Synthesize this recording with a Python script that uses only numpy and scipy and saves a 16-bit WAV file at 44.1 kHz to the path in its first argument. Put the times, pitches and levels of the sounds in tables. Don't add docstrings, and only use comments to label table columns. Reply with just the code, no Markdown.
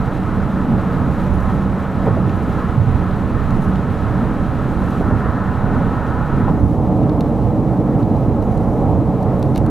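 import sys
import numpy as np
from scipy import signal
from scipy.fft import rfft, irfft, next_fast_len
from scipy.io import wavfile
from scipy.ndimage import uniform_filter1d

SR = 44100
rng = np.random.default_rng(int(sys.argv[2]) if len(sys.argv) > 2 else 0)


def to_wav(s):
    ch = np.atleast_2d(s).T
    pcm = np.round(np.clip(ch, -1, 1) * 32767)
    wavfile.write(sys.argv[1], SR, pcm.astype(np.int16))


N = 427769
T = np.arange(N) / SR
FFT_SIZE = next_fast_len(N + 8192, real=True)
HZ = np.maximum(np.arange(FFT_SIZE // 2 + 1) * SR / FFT_SIZE, 1)
AXLE_LAG_S, CROSSING_S = 0.1, 0.025
FRONT_SHARE = 0.82

# freq_hz, level_db
CONCRETE_COLOUR = [(18, -3), (35, -12), (100, -4.5), (200, -11.5), (300, -10), (370, -14.5), (800, -15.5),
                   (1300, -24), (1750, -26.5), (2300, -37.5), (3500, -46), (5000, -54.5), (10000, -60),
                   (15500, -64.5)]
ASPHALT_COLOUR = [(18, -14), (35, -4), (100, 1.5), (200, -8.5), (300, -4.5), (370, -18.5), (800, -20.5),
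                  (1300, -37), (1750, -41.5), (2300, -43.5), (3500, -51), (5000, -56), (10000, -60.5),
                  (15500, -63.5)]
# centre_hz, width_hz, lift_db
CABIN_RESONANCES = [(64.3, 19, 6.5), (122, 54, 5.5), (143.6, 16, 5.5), (183.6, 27.5, 9), (231.8, 74, 9.5),
                    (303.7, 21.4, 4), (421, 33, 4.5), (469.4, 32, 4.5), (568, 60, 4), (751, 20, 4),
                    (855, 23, 3.5), (1070, 57, 3), (1288, 120, 8), (3990, 300, 3.5)]
# start_s, boom_db, rumble_db, roar_db, sing_db, hiss_db, groove_db
ROAD_STRETCHES = [(0, -23.5, -20.5, -29, -34.2, -46, -38.5), (5.0, -24, -20.5, -28, -33, -47, -31.5),
                  (6.5, -24.5, -17, -23, -38.7, -54, -68)]
# middle_s, length_s, boom_lift_db, rumble_lift_db
ROAD_BUMPS = [(.73, 0.19, 1, 5), (1.05, 0.49, 2.5, 2.5), (1.38, 0.24, 6, 0), (1.54, .2, 1, 3),
              (1.86, 0.22, -3, -3.5), (2.24, 0.29, 0, 3), (2.92, .16, 6, 0.5), (3.6, 0.37, 3.5, 3),
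              (4.22, 0.53, 0.5, 2.5), (5.12, 0.44, 2, 2.5), (5.78, .3, 3, 4), (6.44, .25, 3.5, 4.5),
              (6.63, 0.24, 7.5, 1.5), (7.04, 0.21, 0, 2.5), (7.45, 0.17, 3, 0.5), (8.0, 0.52, -2, 1.5),
              (8.88, 0.42, 5, 0)]
# middle_s, length_s, roar_lift_db, sing_lift_db
ROAD_PATCHES = [(.92, 0.58, 2, 1), (2.05, .2, 2.5, 1), (2.58, 0.29, 1, 3.5), (2.82, .15, -2, -5),
                (3.45, 0.24, -0.5, 3.5), (4.21, 0.21, 2.5, 3), (5.27, .25, 0, 3), (5.75, 0.28, 2, .5),
                (6.62, .24, -4.5, 1), (6.95, 0.38, 1.2, -1), (8.82, 0.42, 2, -0.5), (9.35, 0.28, 1.3, 2)]
# pitch_hz, width_hz, level_db
TREAD_TONES = [(837, 106, 1.5), (954, 20, 1.5), (1001, 21, 5.5), (1098, 28, -1.5), (1300, 55, 4.5),
               (1410, 55, -2), (1494, 44, -0.5), (1667, 43, -8), (1810, 36, -2.5)]
# time_s, pitch_hz, level_db
WHINE_CURVE = [(0, 233.3, -40), (4.6, 247.1, -37.5), (5.1, 250.5, -35), (5.8, 259.6, -28), (6.3, 263, -45),
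               (6.8, 298.4, -31), (7.3, 314, -34), (7.9, 327.5, -35), (8.7, 332.3, -38.5), (9.7, 342, -39)]
# time_s, level_db
TYRE_RING_CURVE = [(0, -29), (.75, -24.5), (1.15, -30), (1.5, -24), (1.95, -25.5), (2.4, -40), (3.35, -50),
                   (3.75, -23.5), (4.2, -37.5), (9.7, -58)]
# middle_s, length_s, level_db
TRIM_RUBS = [(1.0, .68, -61.5), (2.2, .5, -65), (3.48, 0.26, -60), (4.65, 0.51, -62), (6.5, .32, -65),
             (8.38, .5, -63), (9.35, 0.29, -67)]
# freq_hz, level_db
RUB_COLOUR = [(3000, -25), (6000, 0), (8500, -8), (10400, -2), (12000, -5), (15500, -19)]
# start_s, level_db, main_hz, falloff_db_per_octave
TRIM_TICKS = [(1.795, -61, 13000, 20), (2.295, -37, 2750, 34), (3.111, -42, 2900, 20),
              (3.507, -45, 5700, 7), (3.758, -38, 2800, 30), (7.032, -45, 2500, 22),
              (7.095, -42.5, 3730, 8), (7.2073, -33.5, 3700, 8), (8.029, -48.5, 3900, 20),
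              (8.424, -47, 5590, 3), (8.576, -47, 5600, 9), (9.229, -47, 6000, 6), (9.394, -51, 12000, 12),
              (9.4275, -36, 4600, 5), (9.550, -44, 4200, 14), (9.559, -33, 3700, 4), (9.562, -34, 2200, 6),
              (9.571, -39, 4000, 14), (9.5775, -32, 5600, 4), (9.663, -41, 9000, -1)]
# pitch_hz, level_db, t60_s
TRIM_MODES = [(1650, 0, .008), (2140, -3, .01), (2780, -3.5, 0.005), (3750, -3, 0.0064), (4190, -1.5, 0.01),
              (4760, -11, 0.0057), (5670, -5, 0.0035), (7140, -9, 0.0034), (8800, -6, 0.0056),
              (10470, -5.5, .005), (12300, -5, .004), (14200, -16, .003)]
# start_s, slap_hz, front_slap_db, rear_slap_db, front_thud_db, rear_thud_db
ROAD_JOINTS = [(2.064, 580, -15.5, -20, -15.5, -21.5), (2.765, 454, -43, -35, -10, -16),
               (5.002, 490, -19.5, -20.5, -29, -17.5), (6.477, 860, -20, -41, -22, -31)]
# freq_hz, side_minus_mid_db
STEREO_WIDTH = [(25, -17), (65, -31), (150, -24), (380, -18.5), (800, -22.5), (1600, -21), (3200, -24),
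                (4600, -23), (5400, -10.5), (6800, -7.5), (10000, -13), (13000, -18), (15500, -26)]
# freq_hz, left_minus_right_db
STEREO_BALANCE = [(20, -13), (45, -13), (75, -10), (110, -7.5), (160, -3), (270, 1), (400, -2), (700, -0.5),
                  (3000, 0)]


def from_db(db):
    return 10 ** (np.asarray(db) / 20)


def unit_rms(x):
    return x / np.sqrt(np.mean(x ** 2))


def automation(rows):
    time_s, *columns = np.transpose(rows)
    return [np.interp(T, time_s, column) for column in columns]


def eq_curve(points):
    freq_hz, level_db = np.transpose(points)
    return np.interp(np.log(HZ), np.log(freq_hz), level_db)


def bell(centre_hz, width_hz):
    return 1 / (1 + (2 * (HZ - centre_hz) / width_hz) ** 2)


def band(low_hz, high_hz):
    return 1 / np.sqrt((1 + (low_hz / HZ) ** 16) * (1 + (HZ / high_hz) ** 16))


def drift(rate_hz):
    knots = rng.standard_normal(int(rate_hz * N / SR) + 3)
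    return unit_rms(np.interp(T * rate_hz, np.arange(len(knots)), knots))


def noise(colour):
    white = rfft(rng.standard_normal((2, FFT_SIZE)))
    width = [np.ones_like(HZ), from_db(eq_curve(STEREO_WIDTH))]
    pair = irfft(white * colour * width, FFT_SIZE)[:, :N]
    return pair / np.std(pair[0])


def levelled(channels, window_s):
    return channels / np.sqrt(uniform_filter1d(channels[0] ** 2, int(window_s * SR)))


def crossfade(start_s):
    front, rear = (np.clip((T - s) / CROSSING_S + 0.5, 0, 1) for s in (start_s, start_s + AXLE_LAG_S))
    return FRONT_SHARE * front + (1 - FRONT_SHARE) * rear


def road_faders():
    power = from_db(ROAD_STRETCHES[0][1:])[:, None] ** 2
    for start_s, *levels_db in ROAD_STRETCHES[1:]:
        crossed = crossfade(start_s)
        power = (1 - crossed) * power + crossed * from_db(levels_db)[:, None] ** 2
    return np.sqrt(power)


def lifts(features):
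    curves_db = np.zeros((2, N))
    for middle_s, length_s, *lift_db in features:
        over = np.abs(T - middle_s) < length_s / 2
        curves_db[:, over] += np.outer(lift_db, np.cos(np.pi * (T[over] - middle_s) / length_s))
    return curves_db


def road_bed(concrete, asphalt, gains):
    on_asphalt = crossfade(ROAD_STRETCHES[-1][0])

    def register(low_hz, high_hz):
        passband = band(low_hz, high_hz)
        return (np.sqrt(1 - on_asphalt) * noise(concrete * passband)
                + np.sqrt(on_asphalt) * noise(asphalt * passband))

    boom_db, rumble_db = lifts(ROAD_BUMPS)
    roar_db, sing_db = lifts(ROAD_PATCHES)
    boom = from_db(boom_db + 1.2 * drift(14)) * levelled(register(16, 98.4), window_s=0.16)
    rumble = from_db(rumble_db + 0.74 * drift(14)) * levelled(register(96.7, 380), window_s=0.11)
    roar = from_db(roar_db + 0.5 * drift(12)) * levelled(register(355, 1113), window_s=0.09)
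    sing = from_db(sing_db + 1.05 * drift(15)) * register(1010, 2020)
    hiss = from_db(0.25 * sing_db + 0.65 * drift(30)) * register(2113, 18000)
    return sum(gain * layer for gain, layer in zip(gains, (boom, rumble, roar, sing, hiss)))


def groove_tones():
    return noise(sum(from_db(db) * bell(hz, width_hz) for hz, width_hz, db in TREAD_TONES))


def wavering_tone(pitch_hz, level_db, waver_hz, flutter_db):
    phase = 2 * np.pi * np.cumsum(pitch_hz + waver_hz * drift(12)) / SR
    return from_db(level_db + flutter_db * drift(9)) * np.sqrt(2) * np.sin(phase)


def drivetrain_whine():
    pitch_hz, level_db = automation(WHINE_CURVE)
    return wavering_tone(pitch_hz, level_db, waver_hz=0.89, flutter_db=1.5)


def tyre_ring(pitch_hz=189.1):
    level_db, = automation(TYRE_RING_CURVE)
    return wavering_tone(pitch_hz, level_db, waver_hz=2.98, flutter_db=0.5)


def trim_rustles():
    envelope = np.zeros(N)
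    for middle_s, length_s, level_db in TRIM_RUBS:
        position = 2 * (T - middle_s) / length_s - 1
        envelope += from_db(level_db) * np.sqrt(np.maximum(1 - position ** 2, 0))
    grain = unit_rms(from_db(3.2 * drift(150)))
    return envelope * grain * noise(from_db(eq_curve(RUB_COLOUR)) * band(2940, 18000))


def trim_ticks(side_db=-17):
    track, t = np.zeros((2, FFT_SIZE)), T[:SR // 20]
    mode_hz, mode_db, t60_s = np.transpose(TRIM_MODES)
    rings = np.sin(2 * np.pi * mode_hz[:, None] * t) * from_db(-60 * t / t60_s[:, None])
    contact = np.exp(-t / 0.0011) + 0.054 * np.exp(-t / 0.01)
    for start_s, level_db, main_hz, falloff in TRIM_TICKS:
        scuffs = contact * rng.standard_normal((2, len(mode_hz), len(t)))
        modes = signal.fftconvolve(scuffs, rings[None], axes=-1)[..., :len(t)]
        modes /= np.linalg.norm(modes, axis=-1, keepdims=True)
        octaves_away = np.abs(np.log2(mode_hz / main_hz))
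        tick = from_db(mode_db - falloff * octaves_away) @ modes
        tick /= np.sqrt(np.sum(tick[0] ** 2) / (0.003 * SR))
        at = int(start_s * SR)
        track[:, at:at + len(t)] += from_db([[level_db], [level_db + side_db]]) * tick
    return track[:, :N]


def blow(start_s, rise_s):
    age = np.maximum(T - start_s, 0) / rise_s
    return age * np.exp(1 - age)


def joint_hits(body_colour, floor_cutoff_hz=1700):
    slaps, thud_envelope = np.zeros((2, N))
    for start_s, slap_hz, front_slap_db, rear_slap_db, front_thud_db, rear_thud_db in ROAD_JOINTS:
        tread = signal.butter(2, [slap_hz / 1.9, slap_hz * 1.12], "band", fs=SR, output="sos")
        knock = levelled(signal.sosfilt(tread, rng.standard_normal((1, N))), window_s=0.011)[0]
        front = start_s, front_slap_db, front_thud_db
        rear = start_s + AXLE_LAG_S, rear_slap_db, rear_thud_db
        for hit_s, slap_db, thud_db in front, rear:
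            slaps += from_db(slap_db) * blow(hit_s, rise_s=0.0098) * knock
            thud_envelope += from_db(thud_db) * blow(hit_s, rise_s=0.028)
    carpeted_floor = signal.butter(2, floor_cutoff_hz, fs=SR, output="sos")
    boom = levelled(noise(body_colour * band(80, 161)), window_s=0.033)[0]
    return signal.sosfilt(carpeted_floor, slaps) + thud_envelope * boom


def scene():
    cabin_db = sum(db * bell(hz, width_hz) for hz, width_hz, db in CABIN_RESONANCES)
    concrete = from_db(eq_curve(CONCRETE_COLOUR) + cabin_db)
    asphalt = from_db(eq_curve(ASPHALT_COLOUR) + cabin_db)
    *bed_gains, groove_gain = road_faders()
    road = road_bed(concrete, asphalt, bed_gains) + groove_gain * groove_tones()
    mid, side = road + trim_rustles() + trim_ticks()
    mid += drivetrain_whine() + tyre_ring() + joint_hits(concrete)
    left_over_right = from_db(eq_curve(STEREO_BALANCE))
    pan = (left_over_right - 1) / (left_over_right + 1)
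    side += irfft(rfft(mid, FFT_SIZE) * pan, FFT_SIZE)[:N]
    return np.array([mid + side, mid - side])


def record(dry):
    cutoff_hz = 15750
    return irfft(rfft(dry, FFT_SIZE) / np.sqrt(1 + (HZ / cutoff_hz) ** 400), FFT_SIZE)[:, :N]


dry = scene()
out = record(dry)
to_wav(out)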